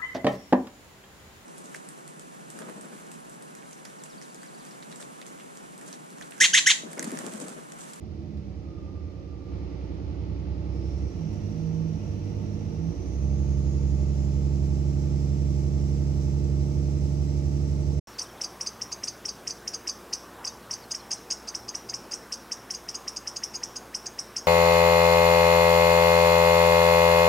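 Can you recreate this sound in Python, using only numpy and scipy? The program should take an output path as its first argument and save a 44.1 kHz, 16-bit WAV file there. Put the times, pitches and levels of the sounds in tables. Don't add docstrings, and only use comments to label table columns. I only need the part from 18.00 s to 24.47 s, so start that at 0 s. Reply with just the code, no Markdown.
import sys
import numpy as np
from scipy import signal
from scipy.fft import rfft, irfft, next_fast_len
from scipy.io import wavfile
from scipy.ndimage import uniform_filter1d, map_coordinates

SR = 44100
rng = np.random.default_rng(int(sys.argv[2]) if len(sys.argv) > 2 else 0)


def field_ratio(decibels):
    return 10 ** (np.asarray(decibels, dtype=float) / 20)


def to_wav(sig):
    pcm = np.clip(np.atleast_2d(sig), -1, 1) * 32767
    pcm = np.round(pcm).astype(np.int16)
    wavfile.write(sys.argv[1], SR, pcm.T)


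N = 285327

# pitch in Hz, time to die by 60 dB in seconds.
BOUGHS = [(1500, 0.033), (4500, 0.063), (5500, 0.093), (6500, 0.051), (10000, 0.044)]


def unit(x):
    return x / np.sqrt(np.mean(x ** 2) + 1e-20)


def along(points, hz):
    f, v = np.transpose(points)
    return np.interp(np.log(hz + 1), np.log(f + 1), v)


def coloured(x, spectrum):
    m = next_fast_len(len(x) + 512)
    gain = field_ratio(along(spectrum, np.fft.rfftfreq(m, 1 / SR)))
    return irfft(rfft(x, m) * gain, m)[:len(x)]


def wobble(rate):
    knots = rng.standard_normal(int(N * rate / SR) + 4)
    return map_coordinates(knots, [np.arange(N) * rate / SR])


def rush(spectrum, patchy_db):
    z = signal.stft(rng.standard_normal(N + 512), nperseg=512)[2]
    patches = uniform_filter1d(rng.standard_normal(z.shape), size=6, axis=0)
    patches = unit(uniform_filter1d(patches, size=12, axis=1))
    noise = signal.istft(z * field_ratio(patchy_db * patches), nperseg=512)[1][:N]
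    m = next_fast_len(N + 8192)
    gain = field_ratio(along(spectrum, np.fft.rfftfreq(m, 1 / SR)))
    return unit(irfft(rfft(noise, m) * gain, m)[:N])


def far_rush():
    # time in seconds, strength in dB.
    swell_points = [(0.3, -53.5), (0.67, -51), (1.15, -56), (2.22, -55), (2.41, -45.5), (2.58, -52),
                    (3.09, -53), (3.59, -53.5), (5.02, -53), (5.38, -52), (6.13, -55), (6.4, -54.5)]
    # pitch in Hz, strength in dB per Hz.
    rumble_colour = [(15, -44), (25, -44), (49, -3.5), (86, 0.5), (113, 2.5), (220, 1.5), (290, 0.5),
                     (480, -120)]
    body_colour = [(100, -69), (170, -2.5), (318, -2.5), (350, 0.5), (700, -6.5), (910, -9), (1540, -120)]
    air_colour = [(290, -18.5), (500, -4.5), (661, -3.5), (1080, 0.5), (1170, -1), (1900, -17), (2470, -54),
                  (4180, -120)]
    swell_db = np.interp(np.arange(N) / SR, *np.transpose(swell_points))
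    swell_db = swell_db - swell_db.mean()
    drift_db = 1.44
    rumble_db = -58.5 - 0.21 * swell_db + drift_db * wobble(2.31) + 0.28 * wobble(12)
    breath_db = .5 * wobble(5.5)
    body_db = -52 - 0.16 * swell_db + drift_db * wobble(2.7) + breath_db
    air_db = -52 + 0.66 * swell_db + breath_db
    low = field_ratio(rumble_db) * rush(rumble_colour, patchy_db=-0.6)
    middle = field_ratio(body_db) * rush(body_colour, patchy_db=0.64)
    high = field_ratio(air_db) * rush(air_colour, patchy_db=1.47)
    return low + middle + high


def smooth_hiss():
    # pitch in Hz, strength in dB per Hz.
    hiss_colour = [(880, -15.5), (1500, -3), (1970, -9), (3300, -12.5), (5120, -16.5), (11000, -18.5),
                   (13400, -20), (15900, -21.5)]
    return field_ratio(-53) * rush(hiss_colour, patchy_db=1.54)


def mains_hum():
    # pitch in Hz, level in dB rms.
    hum_lines = [(59.2, -60.5), (118.4, -64.5), (226.1, -63.5), (296.1, -65.5), (355.3, -60.5),
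                 (473.7, -64)]
    t = np.arange(N) / SR
    out = np.zeros(N)
    for hz, db in hum_lines:
        level_db = db + 1.5 + 1.5 * wobble(2.93)
        unsteady_phase = hz / 160 * wobble(5)
        out += field_ratio(level_db) * np.sin(2 * np.pi * hz * t + unsteady_phase)
    return out


def throbs():
    # start in seconds, length in seconds, pitch in Hz, level in dB.
    throb_list = [
        (.62, 0.25, 203.3, -53.5),
        (1.12, .14, 117, -67),
        (3.524, 0.12, 77, -55),
        (3.551, 0.15, 114.8, -54),
        (3.817, 0.22, 119.9, -51),
    ]
    out = np.zeros(N)
    for s, length, hz, db in throb_list:
        u = np.arange(round(length * SR)) / (length * SR)
        throb = np.sin(np.pi * u) * np.sin(2 * np.pi * hz * length * u)
        out[round(s * SR):][:len(u)] += field_ratio(db) * throb
    return out


def parting(x, side_db):
    hz, t, z = signal.stft(rng.standard_normal(N + 2048), SR, nperseg=2048)
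    share = np.interp(t, [3.9, 4.6], [.56, 0])
    share = share * np.clip((hz[:, None] - 9000) / 5000, 0, 1)
    blocks = rng.random((len(hz) // 64 + 1, len(t)))
    blocks = np.repeat(blocks, 64, axis=0)[:len(hz)]
    side = field_ratio(side_db) * signal.istft(z * (blocks < share), SR, nperseg=2048)[1][:N]
    return x + side * [[1], [-1]]


def scatter(t60s, lumpy_db):
    hz, t, z = signal.stft(rng.standard_normal(SR // 3), SR, nperseg=128)
    lumps = field_ratio(lumpy_db * rng.standard_normal(len(t)))
    decay = field_ratio(-60 * t / along(t60s, hz)[:, None])
    tail = signal.istft(z * lumps * decay, SR, nperseg=128)[1]
    return tail / np.linalg.norm(tail)


def bird():
    # start in seconds, length in seconds, start pitch in Hz, end pitch in Hz, level in dB.
    bird_notes = [(.128, .05, 5000, 4000, -57.5), (.235, .032, 4250, 2950, -55),
                  (.268, .01, 3150, 3050, -56), (.288, .019, 3650, 2950, -52.5),
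                  (.374, .028, 4000, 2900, -55), (.405, .034, 4050, 2600, -53),
                  (2.472, .018, 3400, 3600, -58), (2.492, .022, 3650, 3800, -56),
                  (2.817, .014, 4750, 4650, -50), (2.834, .015, 4350, 4280, -50),
                  (2.898, .012, 3900, 3650, -55), (2.985, .014, 4700, 4600, -56),
                  (3.0, .015, 4280, 4180, -50), (3.168, .015, 4200, 4050, -49.5),
                  (3.186, .012, 4200, 4120, -53)]
    out = np.zeros(N)
    for s, length, hz0, hz1, db in bird_notes:
        u = np.arange(round(length * SR)) / (length * SR)
        glide = hz0 + (hz1 - hz0) * u
        note = np.sin(2 * np.pi * np.cumsum(glide) / SR) * np.sin(np.pi * u) ** .6
        out[round(s * SR):][:len(u)] += field_ratio(db) * note
    return out + field_ratio(-9) * signal.fftconvolve(out, scatter(BOUGHS, lumpy_db=3))[:N]


def chip(shape, throat, partials_db, length, pitch, flutter_db, waver):
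    s, hz, effort_db = np.transpose(shape)
    s = s * length
    t = np.arange(s[0], s[-1], 1 / SR)
    knots = rng.standard_normal((2, len(t)))[:, ::36]
    flutter, unsteady = [np.interp(t, t[::36], k) for k in knots]
    glide = np.interp(t, s, hz)
    turn = 2 * np.pi * np.cumsum(pitch * glide * (1 + waver * unsteady)) / SR
    beating_db = 1.5 * np.cos(2 * np.pi * 390 * (t / length - .002))
    level_db = np.interp(t, s, effort_db) + flutter_db * flutter + beating_db
    tone = np.zeros(len(t))
    for k, db in enumerate(partials_db, start=1):
        shine_db = 2.2 * rng.standard_normal() * (k * glide > 7200)
        tone += field_ratio(level_db + db + along(throat, k * glide) + shine_db) * np.sin(k * turn)
    return t[0], tone


def chipmunk(calls, voice, trunks, echo, boughs_db, wood_db, reach, stir):
    # pitch in Hz, time to die by 60 dB in seconds.
    far_wood = [(1500, .3), (4600, .3), (5500, .5), (6500, .36), (10000, .22)]
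    # pitch in Hz, gain in dB.
    mouth = [(3300, 0), (3900, -8), (4350, -10), (4700, 0), (6700, 0), (7300, -8), (7900, 0)]
    close = [(hz, reach * t60) for hz, t60 in BOUGHS]

    def wood():
        near_tail = field_ratio(boughs_db) * scatter(close, lumpy_db=3)
        return near_tail + field_ratio(wood_db) * scatter(far_wood, lumpy_db=2)

    out = np.zeros(N + SR)
    perch = wood()
    rise = np.clip(np.arange(len(perch)) / SR / .004, 0, 1) ** 2
    for s, db, length, pitch in calls:
        lead, tone = chip(*voice, length, pitch, flutter_db=1.5, waver=.008)
        answer = rise * (np.sqrt(1 - stir) * perch + np.sqrt(stir) * wood())
        for delay, echo_db in trunks:
            answer[round(delay * SR)] += field_ratio(echo_db + rng.normal(0, 1.5))
        answer = coloured(answer, echo)
        answer[0] += 1
        sound = field_ratio(db) * signal.fftconvolve(tone, answer)
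        out[round((s + lead) * SR):][:len(sound)] += sound
    return coloured(out[:N], mouth)


def far_chipmunk():
    # seconds from its loudest part, pitch in Hz, effort in dB.
    far_chip = [
        (-.013, 1800, -49),
        (-.011, 1950, -34),
        (-.005, 2750, -24),
        (-.0036, 2860, -44),
        (-.003, 4520, -27),
        (.0003, 4880, -24),
        (.002, 6200, -24),
        (.0038, 6380, -25),
        (.0055, 6550, -55),
    ]
    # time in seconds, strength in dB, length factor, pitch factor.
    far_calls = [(0.1938, 3, 0.95, 0.97), (0.445, 0.2, 1, 0.99), (0.672, 1.5, 1.05, 0.99),
                 (0.9264, 0.5, 0.94, 1.007), (1.083, 1, 1.02, 0.99), (1.2914, 0, 0.99, 0.99),
                 (1.5071, -0.5, 1, 0.98), (1.7448, -0.2, 1.14, 1.014), (1.8959, 2.3, 1, 1),
                 (2.1366, 0.5, 0.94, 0.98), (2.4764, 0.7, 1.04, 0.99), (2.738, 0.0, 0.99, 0.99),
                 (2.9174, 1.5, 0.92, 1.04), (3.1161, 3, 0.9, 1.03), (3.3102, 4.5, 0.76, 1.035),
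                 (3.4868, -1.5, 1.35, 1.0), (3.6906, -1.5, 0.95, 1.02), (3.8978, -1.5, 0.87, 1.03),
                 (4.1209, -3, 1.03, 1.02), (4.3397, -4, 0.86, 1.0), (4.5255, -4.5, 0.88, 1.03),
                 (4.7485, -3.5, 1.2, 1.03), (4.9532, -1, 1.03, 1.035), (5.1702, -1, 0.94, 1.035),
                 (5.368, 0.5, 0.82, 1.03), (5.5539, -1.5, 1.48, 1.036), (5.7664, -2, 0.95, 1.04),
                 (6.0667, -1.5, 0.94, 1.03), (6.3832, -5, 1.16, 1.02)]
    # pitch in Hz, gain in dB.
    far_throat = [(2000, -23), (3900, -15.5), (4500, -2.5), (4950, -1), (6600, -1), (8250, -9),
                  (9300, -16.5), (10800, -45)]
    # delay in seconds, level in dB.
    far_trunks = [(.0042, -15), (.007, -17), (.011, -21), (.016, -23), (.021, -22)]
    # pitch in Hz, gain in dB.
    far_echo = [(2000, 1), (4200, 3.5), (4700, 2), (5500, -3.5), (6300, 2.5), (7200, 5.5), (9000, 13),
                (11000, 8)]
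    voice = (far_chip, far_throat, [0, -5.5, -10])
    return chipmunk(far_calls, voice, far_trunks, far_echo, boughs_db=-5, wood_db=-16.5, reach=.7, stir=.35)


def near_chipmunk():
    # seconds from its loudest part, pitch in Hz, effort in dB.
    near_chip = [
        (-.018, 1600, -58),
        (-.008, 2080, -50),
        (-.004, 3000, -31),
        (-.0017, 3600, -45),
        (-.001, 5060, -26),
        (.005, 6000, -23),
        (.0061, 7800, -44),
        (.008, 8950, -34),
        (.013, 9500, -44),
    ]
    # time in seconds, strength in dB, length factor, pitch factor.
    earlier_call = [
        (.035, 0.5, 0.46, 1.01),
    ]
    near_calls = [(0.217, -4.5, 1.17, 1.01), (0.4154, -1, 0.93, 1.0), (0.6112, -0.5, 0.89, 1.0),
                  (0.819, -1.8, 1.04, 1), (1.038, 0, 0.88, 1.005), (1.256, 0.5, 0.85, 1.003),
                  (1.4756, 0.5, 0.86, 1), (1.6783, 0.5, 0.73, 1.007), (1.8759, -0.5, 0.95, 0.99),
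                  (2.133, 1, 0.86, 0.98), (2.45, -2, 1.02, 0.99), (2.7113, -0.5, 0.94, 0.99),
                  (2.9486, -1.5, 0.86, 0.98), (3.1301, -0.5, 1.03, 1), (3.3223, 0.5, 0.77, 0.98),
                  (3.5504, -0.5, 0.99, 0.99), (3.7508, -1, 1, 1.0), (3.9416, -1.4, 1.1, 0.98),
                  (4.137, -1.2, 0.95, 1), (4.3246, -1.5, 0.96, 0.99), (4.5202, 0, 1.0, 1.0),
                  (4.7078, -0.5, 0.94, 1), (4.8896, -1.5, 1.0, 0.98), (5.0806, 0.5, 0.86, 0.99),
                  (5.275, -0.5, 1.08, 0.99), (5.437, 0.4, 0.93, 1), (5.6351, 0.3, 0.95, 1),
                  (5.9485, 0.5, 1.02, 0.98), (6.1912, -0.2, 1.01, 0.99), (6.3663, 1.2, 0.9, 0.99)]
    # pitch in Hz, gain in dB.
    near_throat = [(2000, 3.5), (4300, -22), (4950, 1.5), (6700, -1.5), (7400, 1), (8500, -5), (10300, -17),
                   (11800, -38.5)]
    # delay in seconds, level in dB.
    near_trunks = [(.0035, -22), (.0062, -17), (.0088, -16), (.0125, -16), (.019, -19), (.027, -27)]
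    # pitch in Hz, gain in dB.
    near_echo = [(2000, 0.5), (4200, 3), (4900, -1), (5500, -1), (6300, -6.5), (7200, 16.5), (8500, 4.5),
                 (11000, 9.5)]
    voice = (near_chip, near_throat, [0.5, -5, -11])
    calls = list(earlier_call) + list(near_calls)
    return chipmunk(calls, voice, near_trunks, near_echo, boughs_db=-5, wood_db=-11.5, reach=1.1, stir=.25)


def scene():
    background = far_rush() + smooth_hiss() + mains_hum() + throbs()
    animals = bird() + far_chipmunk() + near_chipmunk()
    return np.tile(background + animals, (2, 1))


def low_pass(x):
    return signal.sosfilt(signal.butter(12, 16310, fs=SR, output="sos"), x)


def record(dry):
    start_s, top_hz = .0715, 15890
    gate = np.clip((np.arange(N) / SR - start_s) / 0.001, 0, 1)
    spectrum = rfft(parting(dry, side_db=-63) * gate)
    spectrum = spectrum * (np.fft.rfftfreq(N, 1 / SR) < top_hz)
    mix = irfft(spectrum, N) * (gate > 0)
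    return low_pass(mix)


dry = scene()
out = record(dry)
to_wav(out)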